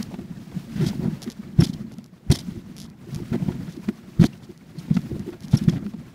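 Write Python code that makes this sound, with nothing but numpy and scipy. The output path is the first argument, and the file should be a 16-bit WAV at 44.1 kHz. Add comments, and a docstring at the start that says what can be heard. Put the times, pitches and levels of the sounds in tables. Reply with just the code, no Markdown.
"""A sled's runners rumble, crunch and hiss along a bumpy snow trail: filtered noise plus tiny crust tones.
Jolts thump as short low swings, and noise bursts through resonances make woody knocks of the frame.
The plastic camera mount ticks (filtered clicks), scuffs (filtered noise) and squeals (wavering tones).
Outdoors, on the moving sled: the microphone is in a small camera carried by the driver."""
import sys
import numpy as np
from scipy import signal
from scipy.fft import rfft, irfft, next_fast_len
from scipy.io import wavfile
from scipy.ndimage import uniform_filter1d, minimum_filter1d, map_coordinates

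SR = 44100
rng = np.random.default_rng(int(sys.argv[2]) if len(sys.argv) > 2 else 0)


def int16_out(signal):
    """Quantize to a 16-bit WAV file."""
    q = np.round(np.clip(np.atleast_2d(signal).T, -1, 1) * 32767)
    wavfile.write(sys.argv[1], SR, q.astype(np.int16))


N = 270774  # length in samples


def amp(db):
    """Amplitude factor for a level in dB."""
    return 10 ** (np.asarray(db) / 20)


def unit(x):
    """x scaled to an rms of 1."""
    return x / np.sqrt(np.mean(x ** 2) + 1e-20)


def wobble(rate):
    """A smooth random curve, rate knots a second."""
    knots = rng.standard_normal(int(N * rate / SR) + 4)
    return map_coordinates(knots, [np.arange(N) * rate / SR])


def coloured(x, spectrum):
    """x through a causal minimum-phase filter of the (hz, db) shape; white noise keeps its power."""
    m = 2 * next_fast_len(N // 2 + 4096)
    hz, db = np.transpose(spectrum)
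    gain = amp(np.interp(np.log(np.fft.rfftfreq(m, 1 / SR) + 1), np.log(hz + 1), db))
    # folding the cepstrum onto positive times makes the filter causal
    cepstrum = irfft(np.log(unit(gain) + 1e-6), m)
    cepstrum[1:m // 2] *= 2
    cepstrum[m // 2 + 1:] = 0
    response = np.exp(rfft(cepstrum))
    return irfft(rfft(x, m) * response, m)[:N]


def gate(rows, rise_ms, fall_ms):
    """Gain that opens at each (start_s, length_ms, level_db) row and dies away after its end."""
    power = np.zeros(N + SR)
    t_ms = np.arange(SR // 5) / SR * 1000
    for start_s, length_ms, level_db in rows:
        rise = 1 - np.exp(-t_ms / rise_ms)
        fall = np.exp(-np.maximum(t_ms - length_ms, 0) / fall_ms)
        power[round(start_s * SR):][:len(t_ms)] += (amp(level_db) * rise * fall) ** 2
    return np.sqrt(power[:N])


def grit(spread_db):
    """White noise whose samples differ widely in size, as breaking crystals do."""
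    return unit(rng.standard_normal(N) * amp(spread_db * rng.standard_normal(N)))


def patchy(x, depth_db, size):
    """Random spots of gain over time and pitch: the contact point wanders."""
    z = signal.stft(x, nperseg=128)[2]
    field = rng.standard_normal(z.shape)
    for axis in (0, 1):
        field = uniform_filter1d(field, size, axis)
    return signal.istft(z * amp(depth_db * unit(field)), nperseg=128)[1][:N]


# mount slides regular enough to sing: start_s, length_ms, pitch_hz, level_db (before a fixed lift)
SQUEALS = [(1.601, 17, 5430, -31), (1.632, 20, 5000, -32), (1.641, 7.5, 3480, -30), (1.732, 19, 3190, -58),
           (2.315, 7.6, 8600, -31.5), (2.343, 12, 5350, -34), (4.33, 8, 2650, -46.5),
           (4.432, 6.4, 3420, -54), (4.784, 8.7, 4300, -46), (5.568, 13.7, 5510, -32),
           (5.692, 7, 3320, -36)]


def squeals():
    """Stick and slip at a nearly steady rate: a wavering tone with its octave."""
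    out = np.zeros(N)
    for start_s, length_ms, pitch_hz, level_db in SQUEALS:
        t = np.arange(round(length_ms * SR / 1000)) / SR
        wander = np.cumsum(rng.normal(0, 0.093, len(t)))  # radians
        phase = 2 * np.pi * pitch_hz * t + wander
        tone = np.sin(phase) + amp(-11) * np.sin(2 * phase)
        swell = np.sqrt(np.hanning(len(t)))
        out[round(start_s * SR):][:len(t)] += amp(level_db + 3.5) * swell * tone
    return out


# continuous slides of the mount: start_s, length_ms, level_db
SCUFFS = [(.024, 3.7, -40), (.81, 61, -45.5), (.862, 15, -36), (.874, 15.4, -34.5), (.89, 13, -43),
          (1.219, 29, -50), (1.3, 29, -53), (1.604, 9.5, -39), (1.616, 22, -42), (1.634, 20, -32),
          (1.664, 11, -40.5), (1.68, 25, -46.5), (1.73, 12, -44), (2.313, 12.8, -23.5), (2.328, 14, -36.5),
          (2.341, 9, -37), (2.351, 8.9, -28.5), (2.364, 12.5, -41), (2.386, 7.6, -35), (2.397, 16, -46.5),
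          (2.766, 98, -53), (3.693, 49, -54.5), (3.764, 6.3, -50), (4.197, 12, -46.5), (4.21, 12.5, -37.5),
          (4.226, 5.4, -40.5), (4.237, 6, -34.5), (4.247, 21, -34), (4.424, 31, -56), (4.782, 24, -50),
          (4.94, 15, -44.5), (5.432, 20, -48.5), (5.514, 15, -43.5), (5.532, 18, -44), (5.548, 8.3, -37),
          (5.57, 22, -41.5), (5.636, 5.3, -44.5), (5.683, 2.5, -44), (5.693, 6.1, -37), (5.703, 56, -54)]
# how the housing colours a slide: freq_hz, relative_db
MOUNT_SPECTRUM = [(880, 1), (1500, -10.5), (2000, 0), (2850, -8.5), (3050, 5.5), (3350, 6.5), (3900, 5.5),
                  (5400, 5), (7400, -3.5), (8200, -7.5), (8800, -5), (10300, -7), (12500, -8.5),
                  (14600, -19), (15600, -20)]


def scuffs():
    """Dense slips of plastic on plastic ring the housing unevenly."""
    uneven = grit(spread_db=3) * amp(0.3 * wobble(370))
    slips = unit(patchy(uneven, depth_db=2.0, size=3))
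    return coloured(gate(SCUFFS, rise_ms=1.2, fall_ms=2.2) * slips, MOUNT_SPECTRUM)


# runs of snaps in the mount, a lone snap if length_ms is 0 or less:
# start_s, length_ms, level_db (before lifts and housing filter)
TICKS = [(0.0279, 3.5, -24), (1.2201, 24, -24), (1.3016, 21.5, -26), (1.9209, 22, -38.5),
         (1.9848, -0.5, -34.5), (2.043, -3, -35.5), (2.062, 0, -40.5), (2.3044, 0, -19), (2.3983, 6, -34),
         (2.7666, 34, -30), (2.805, 41, -31.5), (2.9009, -6.5, -40), (3.062, 0, -49), (3.147, 12.5, -25),
         (3.7246, -4, -35), (4.3769, 0, -43), (4.516, 0, -43), (4.577, 0, -40), (5.017, 0, -37.5),
         (5.1953, 0, -33), (5.3054, 0, -41.5), (5.4065, 0, -35), (5.4244, 31, -37.5), (5.4835, 0, -33),
         (5.513, 0, -34), (5.64, 0, -35)]
# how the housing rings to a single snap: freq_hz, relative_db
SNAP_SPECTRUM = [(900, -6), (1800, -10), (2700, -5.5), (3200, -1.5), (5500, 3), (7500, -4.5), (8250, -14),
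                 (9000, -8), (10500, -4), (12300, -9.5), (14600, -23), (15600, -48)]
SNAP_GAP_MS, SNAP_SCATTER_MS, SNAP_SPREAD_DB = 6.2, 1.2, 3.5  # within a run
FIRST_SNAP_DB = 3.5  # the snap that breaks the mount loose, over the rest of its run


def ticks():
    """Each snap is one sharp slip, then a weak chatter; in a run they follow at uneven gaps."""
    slips = np.zeros(N + SR)
    for start_s, length_ms, level_db in TICKS:
        count = int(length_ms / SNAP_GAP_MS + .5) + 1
        late, big = rng.standard_normal((2, count))
        follows = np.arange(count) > 0
        offsets_ms = np.linspace(0, length_ms, count) + SNAP_SCATTER_MS * late * follows
        starts = start_s + offsets_ms / 1000
        sizes_db = level_db + 4.5 + np.where(follows, SNAP_SPREAD_DB * big, FIRST_SNAP_DB)
        chatter = 0.091 * np.exp(-np.arange(90) / 30) * rng.standard_normal((count, 90))
        chatter[:, 0] = 1  # the sharp slip itself
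        for start, size_db, shape in zip(starts, sizes_db, chatter):
            slips[round(start * SR) - 6:][:90] += amp(size_db) * shape  # placed 6 samples early
    return coloured(slips[:N], SNAP_SPECTRUM)


# hard contacts in the frame: start_s, length_ms, level_db (before the frame and a fixed lift),
# hardness_db (drive of the upper modes against the lower)
KNOCKS = [(0.109, 13, -42, -24), (0.139, 5.1, -36, -6.5), (0.187, 2.6, -39, -7.5),
          (0.513, 10.6, -46.5, -6.5), (0.76, 36, -49, 1.5), (0.796, 52, -42, 0), (0.845, 70, -50.5, 2.5),
          (0.929, 3.5, -34, -22), (1.003, 32, -43, -20), (1.041, 33, -39.5, -17), (1.273, 6.3, -39.5, -3),
          (1.586, 14.5, -33, -6.5), (1.606, 7.1, -34.5, 0.5), (1.619, 1.9, -25.5, -0.5),
          (1.626, 16, -54, -1), (1.912, 5.9, -44.5, -12), (1.985, 3.2, -48.5, -5.5),
          (2.299, 10.3, -28.5, -4.5), (2.337, 12, -50, 4), (3.145, 18, -53, -3), (3.325, 14, -36.5, -3.5),
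          (3.341, 17, -35, -7), (3.417, 9.5, -43, -15), (3.481, 11.6, -35.5, -11.5), (3.496, 16, -44.8, -9),
          (3.517, 12, -48, -0.5), (3.668, 20, -48, -4.5), (3.884, 5.7, -34.5, 0), (4.194, 13, -41, -1.5),
          (4.211, 13, -36, -1.5), (4.225, 19, -32.5, -2), (4.237, 3.7, -23, -2), (4.878, 4.1, -42.5, -10),
          (4.899, 20, -45.2, -6), (4.965, 4.9, -28, -3.5), (5.278, 15, -43.5, -6.3), (5.327, 17, -47, -4),
          (5.525, 22, -35, -5.5), (5.547, 12, -36.5, -3), (5.574, 32, -53, 2), (5.682, 8.1, -37, 3.5),
          (5.723, 17, -42, -7), (5.755, 28, -48, 0.5), (5.862, 3.5, -41, -2), (5.934, 9.1, -43.5, -9.5)]
# modes of the wooden frame: centre_hz, width_hz, relative_db
WOOD_MODES = [(459, 63, 3), (692, 104, 0), (900, 165, -4.5), (1406, 227, -2), (1984, 510, -5),
              (2720, 490, -8), (3310, 570, -9), (5230, 3700, -21)]


def knocks():
    """Uneven bursts of small blows ring the frame; harder contacts reach its upper modes."""
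    rattle = grit(spread_db=7.5) * amp(0.29 * wobble(250))
    soft_rows = [(s, ms, db) for s, ms, db, hard_db in KNOCKS]
    hard_rows = [(s, ms, db + hard_db) for s, ms, db, hard_db in KNOCKS]
    soft = gate(soft_rows, rise_ms=0.57, fall_ms=3.05)
    hard = gate(hard_rows, rise_ms=0.85, fall_ms=3.6)
    m = next_fast_len(N + 8192)
    f = np.fft.rfftfreq(m, 1 / SR)
    modes = []
    for k, (centre, width, db) in enumerate(WOOD_MODES):
        resonance = 1j * f * width / (centre ** 2 - f ** 2 + 1j * f * width)
        modes.append((-1) ** k * amp(db) * resonance)  # neighbours in opposite phase
    lower, upper = sum(modes[:3]), sum(modes[3:])
    ringing = rfft(soft * rattle, m) * lower + rfft(hard * rattle, m) * upper
    return irfft(ringing, m)[:N] * amp(16.5)


# levels of the runners on snow along the trail: time_s, rumble_db, crunch_db, hiss_db
GLIDE = [(0.0, -35.5, -41.5, -44.5), (0.08, -37.5, -55, -52.5), (0.34, -39, -56.5, -58),
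         (0.58, -40, -55, -52), (0.85, -29.5, -61, -49.5), (1.06, -29.5, -46, -51),
         (1.3, -43.5, -52.5, -56), (1.5, -38.5, -55, -58), (1.64, -34, -54, -50), (1.85, -37.5, -57, -61),
         (2.07, -51, -65, -66), (2.25, -46.5, -61, -64.5), (2.36, -37, -57, -52), (2.72, -39.5, -55.5, -59),
         (2.97, -44.5, -58.5, -64), (3.15, -37.5, -55.5, -52.5), (3.5, -29.5, -50.5, -53),
         (3.73, -42, -54, -55), (4.34, -40, -55.5, -56.5), (4.6, -47.5, -61, -62),
         (4.89, -37.5, -53, -49.5), (5.12, -32.5, -52.5, -55), (5.42, -43, -57, -59), (5.6, -29, -53, -50),
         (5.76, -30, -49, -56), (5.9, -39.5, -60, -57), (6.14, -40.5, -55.5, -61.5)]


def glide():
    """Rumble, crunch and hiss levels in dB, one value per sample."""
    time_s, *levels = np.transpose(GLIDE)
    return [np.interp(np.arange(N) / SR, time_s, db) for db in levels]


BUMP_DB, BUMP_SPREAD_DB = 1, 1.5  # level over the rumble, and its random excess
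BUMP_HZ, BUMP_OCTAVES, BUMP_MS = 195, 0.27, 7.3  # pitch, its scatter, length


def bumps(count):
    """Small random jolts that grow with the rumble: rows like those of THUMPS."""
    when = rng.random(count) * (N - 1)
    big = np.minimum(rng.exponential(size=count), 3)
    level_db = glide()[0][when.astype(int)] + BUMP_DB + BUMP_SPREAD_DB * big
    pitch_hz = BUMP_HZ * 2 ** (BUMP_OCTAVES * rng.standard_normal(count))
    return list(zip(when / SR, level_db, pitch_hz, np.full(count, BUMP_MS)))


# jolts of the frame: middle_s, level_db (peak of the swing alone), pitch_hz,
# length_ms (width at half height)
THUMPS = [(0.006, -19, 212, 13), (0.089, -23, 168, 5.8), (0.1445, -25, 184, 12), (0.1922, -23.5, 204, 13),
          (0.5725, -19.1, 171, 13.3), (0.762, -22.5, 182, 11), (0.8004, -16.5, 182, 13.7),
          (0.828, -13.5, 147, 25), (0.8686, -11.5, 160, 8.7), (0.885, -20, 139, 5.2),
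          (0.913, -23.5, 205, 11), (0.9984, -18.5, 188, 7.8), (1.061, -13, 186, 8.1),
          (1.0841, -14.5, 193, 12), (1.1344, -21.5, 184, 13), (1.2814, -21, 231, 15), (1.401, -25, 208, 15),
          (1.595, 1.5, 144, 9.1), (1.607, -14.5, 189, 7.2), (1.624, -5.5, 156, 6.7), (1.633, -12, 245, 7.4),
          (1.668, -21, 181, 7.6), (1.6997, -16, 190, 6.2), (1.8498, -25, 214, 8.6), (1.988, -27, 205, 10.6),
          (2.3054, 1, 118, 6.7), (2.315, -11, 167, 6), (2.323, -9, 190, 5.1), (2.3418, -20, 182, 5.4),
          (2.4906, -21.5, 195, 12), (2.522, -23, 169, 4.3), (2.56, -25, 190, 7.9),
          (2.5778, -22.5, 140, 5.5), (3.1381, -25, 138, 31), (3.165, -20, 138, 5.8),
          (3.2034, -22, 258, 2.6), (3.223, -22, 143, 6.1), (3.323, -15, 158, 9.1), (3.3438, -22, 229, 35),
          (3.3634, -21.5, 213, 5.4), (3.426, -18, 171, 15), (3.488, -11, 179, 7.1),
          (3.6863, -25.5, 173, 20), (3.778, -26, 250, 6), (3.8909, -13.5, 213, 11.5),
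          (4.2011, -2.5, 150, 8.6), (4.219, -1, 174, 10), (4.234, -22, 150, 7.9), (4.2438, -5.5, 239, 6.5),
          (4.255, -13.5, 163, 6.2), (4.7886, -24.2, 156, 16.3), (4.8852, -25.5, 191, 6.8),
          (4.9137, -7, 176, 8.1), (4.93, -20.5, 149, 14), (4.958, -18, 208, 13), (4.972, -8.8, 195, 9.7),
          (4.9926, -22, 160, 12), (5.0704, -30, 170, 6.9), (5.117, -20, 265, 2.5), (5.132, -19.2, 119, 7.7),
          (5.166, -23, 302, 2.1), (5.28, -19, 282, 4.3), (5.448, -27, 206, 12), (5.5417, -2, 153, 8.1),
          (5.55, -9, 185, 6), (5.567, -18, 171, 10), (5.619, -15.5, 195, 7.8), (5.6832, -3.5, 169, 7.7),
          (5.696, -14.5, 186, 9), (5.736, -17, 141, 13), (5.7627, -24, 145, 16), (5.8687, -23, 208, 28),
          (5.946, -24, 200, 9.5)]
SHOVE_DB, SHOVE_GROWS = -25.5, 0.38  # shove over a 0 dB jolt; stronger jolts shove more, dB per dB


def thumps():
    """Each jolt swings the frame for a few cycles, shoves the sled far lower, and rings the basket."""
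    half = SR // 20
    out = np.zeros(N + 3 * half)
    t = np.arange(-half, half) / SR
    ring_decay_s = np.where(t < 0, .002, .008)  # quick build-up, slower decay
    ring = amp(-22.5) * np.exp(-np.abs(t) / ring_decay_s) * np.sin(2 * np.pi * 330 * t)
    push = np.exp(-(t / 0.018) ** 2) * np.sin(2 * np.pi * 55 * t)
    for middle_s, level_db, pitch_hz, length_ms in THUMPS + bumps(count=80):
        side = np.sign(rng.standard_normal())  # first push up or down
        swing = .5 ** ((2 * t * 1000 / length_ms) ** 2) * np.cos(2 * np.pi * pitch_hz * t)
        shove = amp(SHOVE_DB + SHOVE_GROWS * level_db) * push
        out[round(middle_s * SR):][:len(t)] += side * amp(level_db) * (swing + shove + ring)
    return out[half:half + N]


def crackle(count, hz, octaves, cycles, spread_db):
    """Snow crust breaking: many short damped tones of scattered pitch and size."""
    when, high, big = rng.random(count), rng.standard_normal(count), rng.standard_normal(count)
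    pitch = hz * 2 ** np.clip(octaves * high, -1.5, 2)[:, None]
    k = np.arange(600)  # samples in each tone
    turns = pitch * k / SR
    tones = np.sin(2 * np.pi * turns) * np.exp(-turns / cycles) * amp(spread_db * big)[:, None]
    spots = (when * N).astype(int)[:, None] + k
    return unit(np.bincount(spots.ravel(), tones.ravel())[:N])


# spectra of the runners on snow, each: freq_hz, relative_db
RUMBLE_SPECTRUM = [(12, -72), (20, -18.5), (91, -7.5), (140, 0), (178, 1), (226, 0.5), (290, -9),
                   (420, -39.5), (700, -26), (1500, -120)]
CRUNCH_SPECTRUM = [(250, -11), (420, 3.5), (900, -11), (2000, -9), (3000, -23), (6000, -41)]
HISS_SPECTRUM = [(1200, -2), (2500, -3), (5000, -5), (8000, -11.5), (12700, -15), (15500, -14.5)]
# the basket's hollow ring: freq_hz, relative_db
HOLLOW_SPECTRUM = [(150, -58), (280, -9.5), (345, 3.5), (385, -4), (450, -30), (900, -50.5)]
# the basket is shaken into a louder hum: start_s, length_ms, level_db
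HUMS = [(.13, 90, -42.5), (.8, 53, -28), (.99, 90, -36.5), (1.26, 27, -36.5), (1.585, 53, -28.5),
        (1.69, 29, -44), (2.3, 31, -26), (2.54, 52, -45), (2.73, 24, -53), (3.07, 19, -39.5),
        (3.18, 32, -44), (3.32, 36, -31), (3.47, 50, -38.5), (3.76, 21, -40), (3.885, 12, -29.5),
        (4.19, 71, -28), (4.49, 24, -40), (4.74, 15, -40.5), (4.95, 40, -48), (5.08, 110, -38.5),
        (5.26, 41, -31), (5.32, 32, -41.5), (5.53, 28, -37), (5.615, 17, -45), (5.675, 21, -32.5),
        (5.84, 34, -39)]
BASKET_DB = -15  # steady hum of the basket over the rumble


def runners():
    """Small bumps come in lumps that shake rumble, basket and crunch together; the hiss is smoother."""
    rumble_db, crunch_db, hiss_db = glide()
    lumps, sway = wobble(45), wobble(9)

    rumble_noise = coloured(rng.standard_normal(N), RUMBLE_SPECTRUM)
    rumble = unit(amp(2.66 * lumps + 1.2 * sway) * rumble_noise)

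    hollow_noise = coloured(rng.standard_normal(N), HOLLOW_SPECTRUM)
    hollow = unit(amp(1.1 * lumps + 1.47 * sway) * hollow_noise)
    hum_gain = np.hypot(amp(rumble_db + BASKET_DB), gate(HUMS, rise_ms=2.9, fall_ms=10))

    breaking = crackle(count=3000, hz=1075, octaves=0.894, cycles=13.0, spread_db=5.0)
    crust = coloured(grit(spread_db=4.5), CRUNCH_SPECTRUM) + 0.74 * breaking
    crunch = unit(amp(2.2 * lumps + 1.5 * wobble(90)) * crust)

    powder = patchy(grit(spread_db=1.5), depth_db=1.6, size=5)
    hiss = unit(amp(0.58 * lumps + 1.6 * wobble(23.19)) * coloured(powder, HISS_SPECTRUM))

    snow = amp(rumble_db) * rumble + amp(crunch_db) * crunch + amp(hiss_db) * hiss
    return snow + hum_gain * hollow


def scene():
    """Mount, frame and runners summed into one channel."""
    return (squeals() + scuffs() + ticks() + knocks() + thumps() + runners())[None]


# the microphone's own noise: freq_hz, relative_db
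SELF_NOISE_SPECTRUM = [(100, -27), (400, 5), (2000, -8.5), (8000, -21), (15600, -22)]
TOP_HZ = 15700  # band limit


def record(dry):
    """Faint self-noise, a fast limiter on the hardest jolts, nothing above the band limit."""
    heard = dry + amp(-70.5) * coloured(rng.standard_normal(N), SELF_NOISE_SPECTRUM)
    needed = np.minimum(1, .705 / (np.abs(heard) + 1e-9))
    # hold the lowest gain over 180 samples (4 ms), then smooth it
    gain = uniform_filter1d(minimum_filter1d(needed, size=180), size=180)
    m = next_fast_len(N + 4096)
    in_band = np.fft.rfftfreq(m, 1 / SR) < TOP_HZ
    return irfft(rfft(heard * gain, m) * in_band, m)[:, :N]


dry = scene()
out = record(dry)
int16_out(out)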